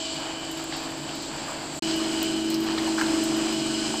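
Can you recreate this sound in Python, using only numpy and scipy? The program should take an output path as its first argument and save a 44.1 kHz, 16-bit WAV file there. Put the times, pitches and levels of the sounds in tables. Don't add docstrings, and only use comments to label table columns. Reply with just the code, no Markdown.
import sys
import numpy as np
from scipy import signal
from scipy.fft import rfft, irfft
from scipy.io import wavfile
from scipy.ndimage import uniform_filter1d

SR = 44100
rng = np.random.default_rng(int(sys.argv[2]) if len(sys.argv) > 2 else 0)


def persist_wave(psi):
    counts = np.round(np.clip(psi, -1, 1) * 32767).astype(np.int16)
    wavfile.write(sys.argv[1], SR, np.atleast_2d(counts).T)


N = 176400
TIME = np.arange(N) / SR
FAR_ENDS_S, NEAR_STARTS_S, FADE_S = 1.796, 1.823, .008

# multiple of the shaft speed, far and near level in dB before swells.
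SHAFT_ORDERS = [(2, -64, -62), (3, -60, -56.5), (6, -54.5, -54), (9, -53, -38), (11, -45.5, -46),
                (12, -54.5, -41.5), (13, -40, -27), (14, -52.5, -49.5), (15, -56.5, -42.5),
                (16, -63, -50.5), (18, -61, -55), (25, -53.5, -51), (26, -47.5, -44.5), (28, -57, -55)]
ORDER_SWELLS = {9: [(0, -16), (1.5, 5), (1.83, -5), (2.2, -2), (2.4, 0), (3.85, 0.5), (4, 1)], 12: [(0, 3),
                (1.8, 2.5), (2.6, -8.5), (2.95, 1.5), (3.15, 8), (3.6, 3), (4, 1)], 13: [(0, -2.5), (.5, 2),
                (1.1, -2.5), (1.75, -5.5), (1.82, -2), (2.3, -1.5), (2.6, 0.5), (3.25, 0), (3.6, -2),
                (3.8, -5.5), (4, -12.5)], 26: [(0, 6), (.5, -1.5), (1.2, -5), (1.75, -1.5), (2.05, 1),
                (2.4, 0), (2.67, -13), (3.15, 4), (3.75, 1.5), (4, -4)]}
# frequency in Hz, far and near relative level in dB.
GEAR_TONES = [(1508, -76, -53), (1643, -63, -57), (2365, -57, -56), (2510, -58.5, -55.5), (2875, -62, -54),
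              (2937, -56, -46), (3025, -49.5, -47.5), (3094, -66, -53), (3240, -56.5, -58),
              (3780, -77, -55.5)]
# time in seconds, gain in dB.
WHINE_SWELL = [(0, 6.5), (.5, 0.5), (.7, -2.5), (1.1, -6.5), (1.3, -9), (1.78, -8), (1.85, 4), (2.05, 1.5),
               (2.23, 4), (2.55, -3), (3, -2.5), (3.4, -0.5), (3.72, 2.5), (4, 1)]
# frequency in Hz, relative density in dB.
GRIND_SPECTRUM = [(380, -8.5), (560, -1.5), (700, 0), (900, 0.5), (1250, -5), (1600, -5.5), (2020, -10),
                  (2450, -6.5), (2700, -8), (3400, -10.5), (3900, -39)]
HISS_FAR_SPECTRUM = [(1940, -21), (3300, -7.5), (3850, -5.5), (4680, 0), (4930, -4), (5610, -9.5),
                     (6220, -8), (6680, -5), (7270, 3.5), (7650, 6.5), (8170, -1.5), (8880, -13),
                     (9980, -22), (11600, -44), (13400, -39), (15500, -38)]
HISS_NEAR_SPECTRUM = [(1940, -11), (3300, -2.5), (3640, -7), (3710, -10), (4000, -1), (4240, 2), (4470, -2),
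                      (4900, 1), (5470, -7.5), (5650, -6.5), (5910, -5), (6390, -6.5), (7910, 2),
                      (8220, -3), (8940, -13), (10400, -25), (11400, -26), (12400, -31), (13500, -25),
                      (15500, -42)]
RUMBLE_SPECTRUM = [(20, -21), (35, -21), (50, -22), (62, -20), (78, -6.5), (100, -7.5), (140, 2.5),
                   (185, 1.5), (320, 8), (480, -2), (620, -29)]
# time in seconds, relative level in dB.
GRIND_FAR_LEVELS = [(0, -44), (.2, -40), (.45, -41.5), (.66, -42), (.75, -39), (.87, -40.5), (.98, -43),
                    (1.17, -41), (1.33, -41.5), (1.5, -39.5), (1.77, -44)]
GRIND_NEAR_LEVELS = [(1.85, -42), (2.02, -39.5), (2.15, -42), (2.35, -42), (2.56, -44), (2.7, -39),
                     (2.85, -36.5), (3.05, -39.5), (3.35, -39.5), (3.6, -41.5), (4, -44)]
RUMBLE_LEVELS = [(0, -48.5), (.6, -45.5), (1.79, -44), (1.83, -40), (3.2, -39), (4, -43)]
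# time in seconds, relative level of the lower and upper band in dB.
HISS_FAR_LEVELS = [(0.0, -38.5, -42), (0.358, -44, -48), (0.714, -45, -45.5), (0.728, -40, -47.5),
                   (1.004, -48, -47), (1.108, -43, -48), (1.266, -42.5, -45), (1.656, -45, -47),
                   (1.77, -46, -44)]
HISS_NEAR_LEVELS = [(1.85, -36.5, -41.5), (1.91, -37.5, -41.5), (2.27, -40, -42.5), (2.44, -42, -46.5),
                    (2.55, -38.5, -46.5), (2.57, -41, -50), (3.0, -39, -40.5), (3.63, -38.5, -42),
                    (4.0, -39, -40)]
# start in seconds, level in dB, ring frequency in Hz, skitter gain in dB.
FLAKE_LANDINGS = [(.147, -49, 13000, -8), (.513, -35, 13000, -14), (.553, -42, 10000, -14),
                  (.572, -42, 13500, -10), (.6405, -32, 13400, -32), (.7665, -41, 13000, -12),
                  (.83, -52, 13500, -2), (1.152, -47, 13100, -5), (1.22, -45, 13500, -10),
                  (1.771, -48, 13000, -4), (1.96, -44, 13500, -4), (2.2285, -22, 14300, -23),
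                  (2.502, -33, 14000, -10), (2.5425, -34, 13500, -13), (2.602, -42, 14000, -5),
                  (2.637, -42, 13500, -6), (3.015, -42, 13000, -7), (3.2385, -27, 13500, -18),
                  (3.367, -39, 13100, -10), (3.525, -45, 13500, -4)]
# start in seconds, level in dB, centre frequency in Hz, decay in seconds.
FRACTURES = [(.722, -39, 1720, 0.027), (1.09, -29.5, 3020, .006), (1.48, -32.5, 1130, 0.023),
             (1.995, -32, 1100, 0.014), (2.218, -31.5, 3030, 0.015), (2.542, -25, 4800, 0.0069),
             (2.78, -27, 3800, 0.0081), (2.782, -30.5, 1940, 0.011), (2.870, -32.5, 826, 0.037),
             (2.978, -30.5, 1470, 0.049), (2.989, -28, 4400, 0.009), (2.978, -32, 895, 0.039),
             (3.063, -25, 4160, 0.0038), (3.152, -26.5, 1290, 0.0059), (3.937, -29.5, 855, 0.016)]
# start in seconds, level in dB, pitch ratio.
IMPACTS = [(.724, -27, 1.3), (2.687, -25, 1.1), (2.777, -23, .8), (2.876, -22.5, .58), (2.980, -24, .66),
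           (2.985, -26, 1.05), (2.9937, -25.5, 1.2), (3.0125, -11.5, 1), (3.0198, -22, .62),
           (3.939, -24, 0.5)]
# frequency in Hz, gain in dB, decay in seconds.
PIECE_MODES = [(1385, -6, 0.004), (1597, 0, 0.003), (2104, -17.5, 0.0076), (2920, -13.5, 0.0065)]
# time in seconds, level in dB, centre frequency in Hz.
SQUEAL_PATH = [(1.85, -46, 5050), (2.7, -58, 5140), (3.1, -47, 5140), (3.45, -46, 5020), (3.75, -47, 5100),
               (4, -41, 5070)]


def undb(db):
    return 10 ** (np.asarray(db) / 20)


def unit(x):
    return x / np.sqrt(np.mean(x ** 2))


def curve(rows, column=1):
    rows = np.array(rows)
    return undb(np.interp(TIME, rows[:, 0], rows[:, column]))


def walk(cutoff_hz):
    freqs = np.arange(N // 2 + 1) * SR / N
    return unit(irfft(rfft(rng.standard_normal(N)) * (freqs > 0) / (1 + (freqs / cutoff_hz) ** 4), N))


def colour(x, spectrum):
    hz, db = np.array(spectrum).T
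    freqs = np.maximum(np.arange(N // 2 + 1) * SR / N, 1)
    return unit(irfft(rfft(x) * undb(np.interp(np.log(freqs), np.log(hz), db)), N))


def resonate(x, hz, stage_width_hz):
    b, a = signal.iirpeak(hz, hz / stage_width_hz, fs=SR)
    return unit(signal.sosfilt([np.r_[b, a]] * 3, x))


def tone(hz, speed):
    return np.sqrt(2) * np.sin(2 * np.pi * (hz * np.cumsum(speed) / SR + rng.random()))


def add(out, start, sound):
    i = int(np.clip(start * SR, 0, N - 1))
    out[i:i + len(sound)] += sound[:N - i]


def hall(x, t60_s=0.49, build_s=0.012):
    t = np.arange(SR) / SR
    tail = rng.standard_normal(SR) * np.exp(-np.log(1000) * t / t60_s) * (1 - np.exp(-t / build_s))
    return signal.fftconvolve(x, tail / np.linalg.norm(tail))[:N]


def drone(far, near, shaft_hz=24.96):
    speed = 1 + 0.0013 * walk(2.8)
    out = np.zeros(N)
    for order, far_db, near_db in SHAFT_ORDERS:
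        if order in ORDER_SWELLS:
            swell = curve(ORDER_SWELLS[order]) * undb(0.85 * walk(6.2))
        else:
            swell = undb(0.7 * walk(6.2))
        out += tone(order * shaft_hz, speed) * swell * (far * undb(far_db) + near * undb(near_db))
    return out


def whine(far, near):
    tones = np.zeros(N)
    for hz, far_db, near_db in GEAR_TONES:
        rough_tone = tone(hz, 1 + 0.0014 * walk(24)) * undb(4 * walk(39))
        tones += rough_tone * (far * undb(far_db) + near * undb(near_db))
    housing = resonate(rng.standard_normal(N), hz=3000, stage_width_hz=480) * (far * undb(-3) + near)
    return curve(WHINE_SWELL) * (undb(-1.5) * tones + undb(-45) * housing)


def grains(per_second=1500):
    hits = rng.random(N) < per_second / SR
    signs = rng.choice([-1, 1], N)
    sizes_db = np.minimum(rng.exponential(size=N), 5)
    return unit(hits * signs * undb(sizes_db))


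def grinding(far, near):
    crumbling = colour(grains() + undb(-1) * rng.standard_normal(N), GRIND_SPECTRUM)
    flicker = undb(3 + 1.5 * walk(7.3))
    return crumbling * flicker * (far * curve(GRIND_FAR_LEVELS) + near * curve(GRIND_NEAR_LEVELS))


def hiss(spectrum, levels, split_hz=5900):
    friction = rng.standard_normal(N)
    friction = friction + undb(-1.5) * hall(friction) + undb(-1) * grains()
    friction = colour(friction, spectrum) * undb(.5 * walk(12))
    below_split = signal.sosfiltfilt(signal.butter(6, split_hz, fs=SR, output="sos"), friction)
    lower = unit(below_split) * curve(levels, column=1) * undb(0.74 * walk(7.8))
    upper = unit(friction - below_split) * curve(levels, column=2) * undb(.5 * walk(27))
    return undb(2.5) * (lower + upper)


def rumble():
    room = colour(rng.standard_normal(N), RUMBLE_SPECTRUM) * curve(RUMBLE_LEVELS)
    hum = resonate(rng.standard_normal(N), hz=147.5, stage_width_hz=22.5)
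    return room + undb(-50.5) * hum


def crumb_landings(per_second=61, top_hz=13700, skitter_db=-5.5):
    rows = []
    for when, faintness, lowness in rng.random((int(per_second * N / SR), 3)):
        start = when * N / SR
        db = -53.5 + 0.5 * (start > NEAR_STARTS_S) - 22 * faintness
        rows.append((start, db, top_hz * (1 - 0.16 * lowness), skitter_db))
    return rows


def flakes(attack_s=0.00037, decay_s=0.00097, skitter_s=0.016):
    out, t = np.zeros(N), np.arange(SR // 8) / SR
    for start, db, hz, skitter_db in list(FLAKE_LANDINGS) + crumb_landings():
        contact = rng.standard_normal(len(t))
        bounces = undb(1.5 * unit(uniform_filter1d(rng.standard_normal(len(t)), size=90)))
        skitter = undb(skitter_db) * bounces * np.exp(-t / skitter_s)
        envelope = (np.exp(-t / decay_s) + skitter) * (1 - np.exp(-t / attack_s))
        ring = resonate(contact, hz, stage_width_hz=3000)
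        body = undb(2) * resonate(contact, hz=7300, stage_width_hz=5000)
        add(out, start, undb(db) * envelope * (ring + body))
    return out


def cracks(attack_s=0.00056):
    out, t = np.zeros(N), np.arange(SR // 5) / SR
    for start, db, hz, decay_s in FRACTURES:
        chamber = resonate(rng.standard_normal(len(t)), hz, stage_width_hz=0.42 * hz)
        splinters = undb(-24) * resonate(rng.standard_normal(len(t)), hz=11500, stage_width_hz=16000)
        envelope = (1 - np.exp(-t / attack_s)) * np.exp(-t / decay_s)
        add(out, start, undb(db) * envelope * (chamber + splinters))
    return out + undb(-10) * hall(out)


def knocks(attack_s=0.00043, detune=.015):
    out, t = np.zeros(N), np.arange(SR // 10) / SR
    for start, db, ratio in IMPACTS:
        pitch = ratio * (1 + detune * rng.standard_normal())
        ring = sum(undb(mode_db) * np.sin(2 * np.pi * hz * pitch * t) * np.exp(-t / decay_s)
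                   for hz, mode_db, decay_s in PIECE_MODES)
        add(out, start, undb(db) * ring * (1 - np.exp(-t / attack_s)))
    return out + undb(-10) * hall(out)


def squeal(flutter_hz=85):
    times, _, hz = np.array(SQUEAL_PATH).T
    pitch_hz = np.interp(TIME, times, hz)
    band = sum(tone(1, pitch_hz) * walk(flutter_hz) for _ in range(4))
    return curve(SQUEAL_PATH) * unit(band)


def scene():
    far = np.clip((FAR_ENDS_S - TIME) / FADE_S, 0, 1)
    near = 1. * (TIME > NEAR_STARTS_S)
    mix = drone(far, near) + whine(far, near) + grinding(far, near)
    mix += far * hiss(HISS_FAR_SPECTRUM, HISS_FAR_LEVELS)
    mix += near * (hiss(HISS_NEAR_SPECTRUM, HISS_NEAR_LEVELS) + squeal())
    mix += (far + near) * (rumble() + cracks() + knocks() + flakes())
    return mix[None]


def record(dry):
    return signal.sosfilt(signal.ellip(10, .2, 80, 15450, fs=SR, output="sos"), dry)


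dry = scene()
out = record(dry)
persist_wave(out)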